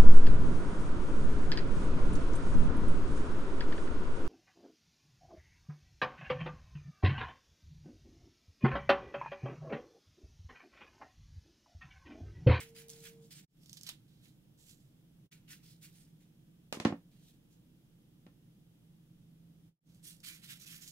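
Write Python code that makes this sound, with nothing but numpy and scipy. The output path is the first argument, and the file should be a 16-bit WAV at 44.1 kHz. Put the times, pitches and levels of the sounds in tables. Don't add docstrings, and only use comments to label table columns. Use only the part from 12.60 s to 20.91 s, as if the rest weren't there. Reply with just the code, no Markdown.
import sys
import numpy as np
from scipy import signal
from scipy.fft import rfft, irfft, next_fast_len
from scipy.io import wavfile
from scipy.ndimage import map_coordinates

SR = 44100
rng = np.random.default_rng(int(sys.argv[2]) if len(sys.argv) > 2 else 0)


def generate_wav(sig):
    pcm = np.round(np.clip(np.atleast_2d(sig).T, -1, 1) * 32767).astype(np.int16)
    wavfile.write(sys.argv[1], SR, pcm)


N = 366471
TIME = np.arange(N) / SR

# frequency_hz, correlation
MIC_LIKENESS = [(30, 0.67), (130, 1), (300, 0.75), (640, 0.36), (1400, 0.045), (3000, -0.44), (7000, 0.066)]
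# frequency_hz, relative_db
HISS_SPECTRUM = [(410, -30), (700, -5.5), (2050, -7.5), (2280, -8), (3270, -3), (4350, -10), (5020, -8.5),
                 (8000, -12), (11100, -9.5), (15500, -10)]
FAN_SPECTRUM = [(12, -47), (20, -12), (43, -18), (75, -16), (97, -20), (114, -8), (161, -4), (177, -7.5),
                (222, -12.5), (277, -17), (310, -13), (363, -24), (484, -27.5), (900, -41.5), (1170, -75),
                (1980, -120)]
# time_s, upper_level_db, lower_level_db
FAN_TONE_LEVELS = [(0, -80, -74), (.6, -65, -59.5), (1.2, -71, -69.5), (2.3, -79.5, -73),
                   (3.1, -61.5, -63.5), (4.7, -73.5, -80.5), (6.9, -59, -75.5), (8.31, -65.5, -79)]
# start_s, thud_db, crack_db, cutoff_hz (higher for a harder contact)
TRAY_CONTACTS = [(4.126, -46, -27.5, 13900), (4.171, -45, -36, 900), (4.2001, -46.5, -32.5, 9500),
                 (4.2013, -41, -37, 2963), (4.2502, -35, -25, 5950), (4.2536, -21, -18, 1910),
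                 (4.3043, -35.5, -35, 1000), (4.3247, -33.5, -34.5, 1370), (5.6656, -55, -53, 3800)]
# pitch_hz, level_db (against the thud), t60_s
TRAY_MODES = [(116, -11.5, 0.11), (173.1, -16.5, 0.46), (226, 1.5, 0.1), (281.6, -2.5, 0.14),
              (331, -2.5, 0.069), (500, -16.5, .16), (566.6, -16.5, 0.14), (687, -13, 0.046),
              (730, -7, 0.046), (842, -18.5, 0.097), (1083, -16, 0.081), (1350, -14, 0.071),
              (1560, -22.5, .06), (1800, -22.5, 0.17), (2490, -23.5, 0.12), (2860, -29.5, 0.1)]
# pitch_hz, level_db (against the crack), t60_s
BLADE_MODES = [(1040, -15, .05), (1204, -20.5, .06), (1767, -22.5, 0.042), (2850, -22, 0.072),
               (4000, -23.5, .05), (5540, -23.5, 0.035)]
# frequency_hz, relative_db
CRACK_SPECTRUM = [(60, -26), (200, -4), (450, 7), (900, 3), (1500, -1.5), (2100, 1.5), (4000, -2),
                  (7500, -6.5), (11000, -12), (15500, -16)]
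RASP_SPECTRUM = [(900, -41), (2000, -18.5), (3000, -2.5), (4500, -1.5), (7000, -2), (9000, -2.5),
                 (13000, -4.5), (15500, -6)]
CRUNCH_SPECTRUM = [(300, -13), (850, -15), (1150, -16.5), (1400, -10), (2200, -5), (2800, -5), (4000, -8.5),
                   (8000, -32.5)]
# start_s, level_db, pitch_hz, length_s (to fall 20 dB)
JUICE_SNAPS = [(.008, -48, 2200, 0.044), (.284, -44.5, 10700, 0.0024), (.2945, -42, 8800, 0.0031),
               (.301, -39, 7700, 0.0036), (0.309, -52, 7600, .008), (0.334, -47, 6100, 0.0027),
               (1.0595, -54, 4940, 0.0043), (1.0952, -44, 5860, 0.0022), (1.13, -39, 6100, 0.0026),
               (1.17, -49, 4850, 0.017), (1.212, -40, 6230, 0.0013), (1.2333, -37.5, 5570, .0015),
               (1.2657, -45, 4440, 0.027), (1.273, -51, 4600, 0.021), (1.286, -58.5, 850, 0.023),
               (1.2897, -36, 3600, 0.01), (1.48, -77.5, 3900, 0.71), (7.347, -60, 9250, .0028),
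               (7.471, -51, 11000, .0087), (7.484, -49, 8550, .0086), (7.603, -54, 5960, 0.0032),
               (8.067, -46.5, 5000, .0035), (8.276, -50, 7400, .018)]
# start_s, attack_s, hold_s, level_db, crunch_db (against the rasp), slit_pitch_hz
KNIFE_STROKES = [(0, 0.002, 0.025, -53, -5.5, 2180), (.146, 0.021, 0.042, -58, -6, 2640),
                 (.283, 0.021, 0.12, -64.5, -8, 7600), (.42, 0.035, 0.022, -56, -6, 2400),
                 (.61, 0.016, 0.035, -73, -27, 7400), (.703, 0.0088, 0.017, -58.5, -6.5, 4950),
                 (.745, 0.031, 0.019, -65, -7, 7460), (2.712, 0.0048, 0.016, -64.5, 0, 2500),
                 (2.874, 0.035, 0.022, -55, -7.5, 2640), (3.025, 0.017, 0.08, -66.5, -14.5, 5000),
                 (3.21, 0.022, 0.0225, -58.5, -8.5, 2730), (3.32, .04, 0.066, -70.5, -11, 9500),
                 (3.6, 0.012, 0.018, -77, -5.5, 2180), (7.25, 0.018, .13, -79.5, -9, 6500),
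                 (7.425, 0.029, 0.069, -59, -12, 9600), (7.629, 0.015, 0.023, -53.5, -6, 4500),
                 (7.665, 0.018, 0.07, -57.5, -4, 2430), (7.815, 0.027, 0.0063, -60.5, -3.5, 4200),
                 (7.872, 0.034, 0.023, -53.5, -5, 3700), (7.99, 0.03, 0.011, -59, -11, 6300),
                 (8.055, 0.027, 0.037, -58, -8.5, 3500), (8.105, 0.022, .02, -58.5, -5, 1900),
                 (8.15, 0.012, .012, -66, -21, 13100), (8.208, 0.017, 0.057, -58.5, -11.5, 6900)]
# start_s, attack_s, hold_s, level_db, crunch_db (as above), slit_pitch_hz
FINGER_SQUEEZES = [(1.0, 0.034, .22, -73.5, -17, 5460), (1.24, 0.025, 0.015, -68, 1, 4300),
                   (1.605, 0.055, .005, -68.5, -8.5, 4060), (1.972, .027, 0.072, -70.5, -17, 7540),
                   (2.06, 0.038, 0.0065, -64.5, -14, 7700), (2.18, 0.028, .005, -81, -18, 7600),
                   (4.508, 0.011, .11, -77.5, -7.5, 4500), (4.6, 0.091, 0.016, -71.5, -15.5, 4000),
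                   (4.89, .03, .02, -79, -18, 7000)]
# start_s, end_s
PLATE_SPANS = [(.9, 2.7), (7.15, 8.4)]
# quietest_s, fall_s, recovery_s
LEVEL_DIPS = [(.868, 0.023, 0.12), (2.705, 0.042, 0.017), (7.203, 0.12, 0.097)]


def from_db(db):
    return 10 ** (np.asarray(db) / 20)


def unit_rms(x):
    return x / np.sqrt(np.mean(x ** 2) + 1e-20)


def at_hz(points, hz):
    point_hz, value = np.transpose(points)
    return np.interp(np.log(hz + 1), np.log(point_hz), value)


def colour(x, spectrum):
    size = 2 * next_fast_len(x.shape[-1] // 2 + 2048)
    gain = unit_rms(from_db(at_hz(spectrum, np.arange(size // 2 + 1) * SR / size)))
    cepstrum = irfft(np.log(gain))
    cepstrum[1:size // 2] *= 2
    cepstrum[size // 2 + 1:] = 0
    return irfft(rfft(x, size) * np.exp(rfft(cepstrum)), size)[..., :x.shape[-1]]


def butter(x, kind, hz, order=2):
    return signal.sosfilt(signal.butter(order, hz, kind, fs=SR, output="sos"), x)


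def resonate(x, hz, q):
    return signal.lfilter(*signal.iirpeak(hz, q, fs=SR), x)


def drift(rate_hz):
    knots = rng.standard_normal(8192)
    return unit_rms(map_coordinates(knots, [TIME * rate_hz * 2], order=3, mode="wrap"))


def add(track, start_s, sound):
    start = round(start_s * SR)
    track[..., start:start + sound.shape[-1]] += sound[..., :N - start]


def pan(balance_db):
    return from_db(np.array([[.5], [-.5]]) * balance_db)


def by_place(at_tray, at_plate):
    over_plate = sum((TIME >= start_s) & (TIME < end_s) for start_s, end_s in PLATE_SPANS)
    return np.where(over_plate, at_plate, at_tray)


def direct_path(x):
    left_lag_ms = by_place(at_tray=-.053, at_plate=.16)
    return np.array([np.interp(TIME - left_lag_ms / 1000, TIME, x), x])


def diffuse(size):
    mid, side = rfft(rng.standard_normal((2, size)))
    alike = np.clip(at_hz(MIC_LIKENESS, np.arange(len(mid)) * SR / size), -.99, .995)
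    return irfft(np.sqrt((1 + alike) / 2) * mid + np.sqrt((1 - alike) / 2) * side * [[1], [-1]], size)


def room(power, wet_db, near_db, t60_s=.17, wall_delay_s=.017):
    t = TIME[:SR // 3]
    near_weight = np.interp(t, [.9 * wall_delay_s, wall_delay_s], [from_db(near_db) ** 2, 1])
    decay = from_db(-60 * t / t60_s) ** 2 * near_weight
    stored = signal.fftconvolve(power, decay / decay.sum())[:len(power)]
    return from_db(wet_db) * np.sqrt(np.maximum(stored, 0)) * diffuse(len(power))


def hiss(level_db):
    return from_db(level_db) * colour(diffuse(N), HISS_SPECTRUM)


def fan(rumble_db, tones_hz, waver_hz, flutter_db):
    out = from_db(rumble_db) * colour(diffuse(N), FAN_SPECTRUM)
    times_s, *tone_levels_db = np.transpose(FAN_TONE_LEVELS)
    for hz, levels_db in zip(tones_hz, tone_levels_db):
        phase = 2 * np.pi * np.cumsum(hz + waver_hz * drift(6)) / SR
        level_db = np.interp(TIME, times_s, levels_db) + flutter_db * drift(7)
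        out += from_db(level_db) * np.sin(phase)
    return out


def hum(pitch_hz, level_db, whirr_db, stop_s, release_db_per_s):
    tone = np.sqrt(2) * np.sin(2 * np.pi * pitch_hz * TIME)
    whirr = unit_rms(butter(diffuse(N), "band", hz=[450, 900]))
    envelope = from_db(level_db - release_db_per_s * np.clip(TIME - stop_s, 0, 1))
    return envelope * (tone + from_db(whirr_db) * whirr)


def ringing(modes, t):
    return np.array([from_db(db - 60 * t / t60) * np.sin(2 * np.pi * hz * t) for hz, db, t60 in modes])


def tray_knocks(crack_s, uneven_db, wet_db, lowest_hz):
    out, t = np.zeros((2, N)), TIME[:SR // 3]
    modes = ringing(TRAY_MODES, t)
    blade = ringing(BLADE_MODES, t).sum(axis=0)
    burst = np.exp(-t / crack_s)
    for start_s, thud_db, crack_db, cutoff_hz in TRAY_CONTACTS:
        thud = from_db(thud_db + uneven_db * rng.standard_normal(len(modes))) @ modes
        crack = colour(burst * diffuse(len(t)) + room(burst ** 2, wet_db, near_db=-2.5), CRACK_SPECTRUM)
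        add(out, start_s, butter(thud + from_db(crack_db) * (crack + blade), "low", cutoff_hz))
    return butter(out, "high", lowest_hz, order=3)


def juice_snaps(q, splash_db, wet_db):
    out, t = np.zeros((3, N)), TIME[:SR // 4]
    for start_s, level_db, pitch_hz, length_s in JUICE_SNAPS:
        decay = from_db(-20 * t / length_s)
        clicks = rng.choice([-1, 1], len(t)) * decay
        spray = np.vstack([clicks, room(decay ** 2, wet_db, near_db=1)])
        pocket = unit_rms(resonate(spray, pitch_hz, q))
        splash = unit_rms(colour(spray, RASP_SPECTRUM))
        snap = pocket + from_db(splash_db) * splash
        add(out, start_s, from_db(level_db) * snap * np.linalg.norm(decay) / np.linalg.norm(snap[0]))
    return direct_path(out[0]) + out[1:]


def juice_pockets(x, q, ring_db, spread_db, changes_per_s):
    out, knots_s = x.copy(), np.arange(0, TIME[-1] + 1, 1 / changes_per_s)
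    for hz in np.geomspace(1500, 12000, 24):
        opening_db = ring_db + spread_db * rng.standard_normal(1024)[:len(knots_s)]
        out += np.interp(TIME, knots_s, from_db(opening_db)) * resonate(x + 1e-18, hz, q)
    return unit_rms(out) * np.sqrt(np.mean(x ** 2))


def bursting_cells(per_s=5000, spread_db=3.5, clump_db=2.5):
    sizes = from_db(spread_db * np.minimum(rng.exponential(1, N), 4)) * rng.choice([-1, 1], N)
    bursts = rng.random(N) < per_s / SR
    clicks = unit_rms(sizes * bursts * from_db(clump_db * drift(110)))
    return direct_path(clicks) + room(clicks ** 2, wet_db=0, near_db=3)


def gesture(t, attack_s, hold_s, sag_db_per_s, release_db_per_s, seep_db=-19.5, seep_db_per_s=55):
    held_s = np.clip(t - attack_s, 0, hold_s)
    after_s = np.maximum(t - attack_s - hold_s, 0)
    ending_db = np.maximum(-release_db_per_s * after_s, seep_db - seep_db_per_s * after_s)
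    return np.minimum(t / attack_s, 1) * from_db(ending_db - sag_db_per_s * held_s)


def melon_flesh(squelch_db, slit_q, lowest_hz):
    surface = bursting_cells()
    rasp = colour(surface, RASP_SPECTRUM)
    crunch = colour(bursting_cells(), CRUNCH_SPECTRUM)
    knife = dict(sag_db_per_s=20, release_db_per_s=272)
    fingers = dict(sag_db_per_s=4, release_db_per_s=247)
    out = np.zeros((2, N))
    for moves, fade in ((KNIFE_STROKES, knife), (FINGER_SQUEEZES, fingers)):
        for start_s, attack_s, hold_s, level_db, crunch_db, slit_pitch_hz in moves:
            now = slice(*np.searchsorted(TIME, [start_s, start_s + 1]))
            squelch = unit_rms(resonate(surface[:, now], slit_pitch_hz, slit_q))
            sound = rasp[:, now] + from_db(crunch_db) * crunch[:, now] + from_db(squelch_db) * squelch
            envelope = gesture(TIME[now] - start_s, attack_s, hold_s, **fade)
            out[:, now] += from_db(level_db) * envelope * sound
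    return butter(out, "high", lowest_hz, order=5)


def scene():
    flesh = melon_flesh(squelch_db=-7, slit_q=6, lowest_hz=1094)
    fruit = juice_pockets(flesh, q=57, ring_db=-13, spread_db=9.5, changes_per_s=25)
    fruit += juice_snaps(q=2.5, splash_db=-5, wet_db=-4)
    knocks = tray_knocks(crack_s=.0018, uneven_db=.5, wet_db=-1, lowest_hz=107.3)
    drone = fan(rumble_db=-63, tones_hz=(166.5, 149), waver_hz=1.5, flutter_db=.5)
    drone += hum(pitch_hz=456.6, level_db=-62, whirr_db=-17.5, stop_s=.65, release_db_per_s=354)
    background = pan(-1.8) * drone + pan(-1.2) * hiss(level_db=-76)
    return background + pan(-1.6) * knocks + pan(by_place(at_tray=-2.5, at_plate=-6)) * fruit


def level_dips(depth_db, recovery_exponent):
    gain, bottom = np.ones(N), from_db(depth_db)
    for quietest_s, fall_s, recovery_s in LEVEL_DIPS:
        t = TIME - quietest_s
        falling = from_db(depth_db * np.clip(1 + t / fall_s, 0, 1))
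        rising = bottom + (1 - bottom) * np.clip(t / recovery_s, 0, 1) ** recovery_exponent
        gain *= np.where(t < 0, falling, rising)
    return gain


def record(dry):
    treble_cut = signal.ellip(10, .1, 70, 15700, fs=SR, output="sos")
    return signal.sosfilt(treble_cut, dry * level_dips(depth_db=-44, recovery_exponent=1.72))


dry = scene()
out = record(dry)
generate_wav(out)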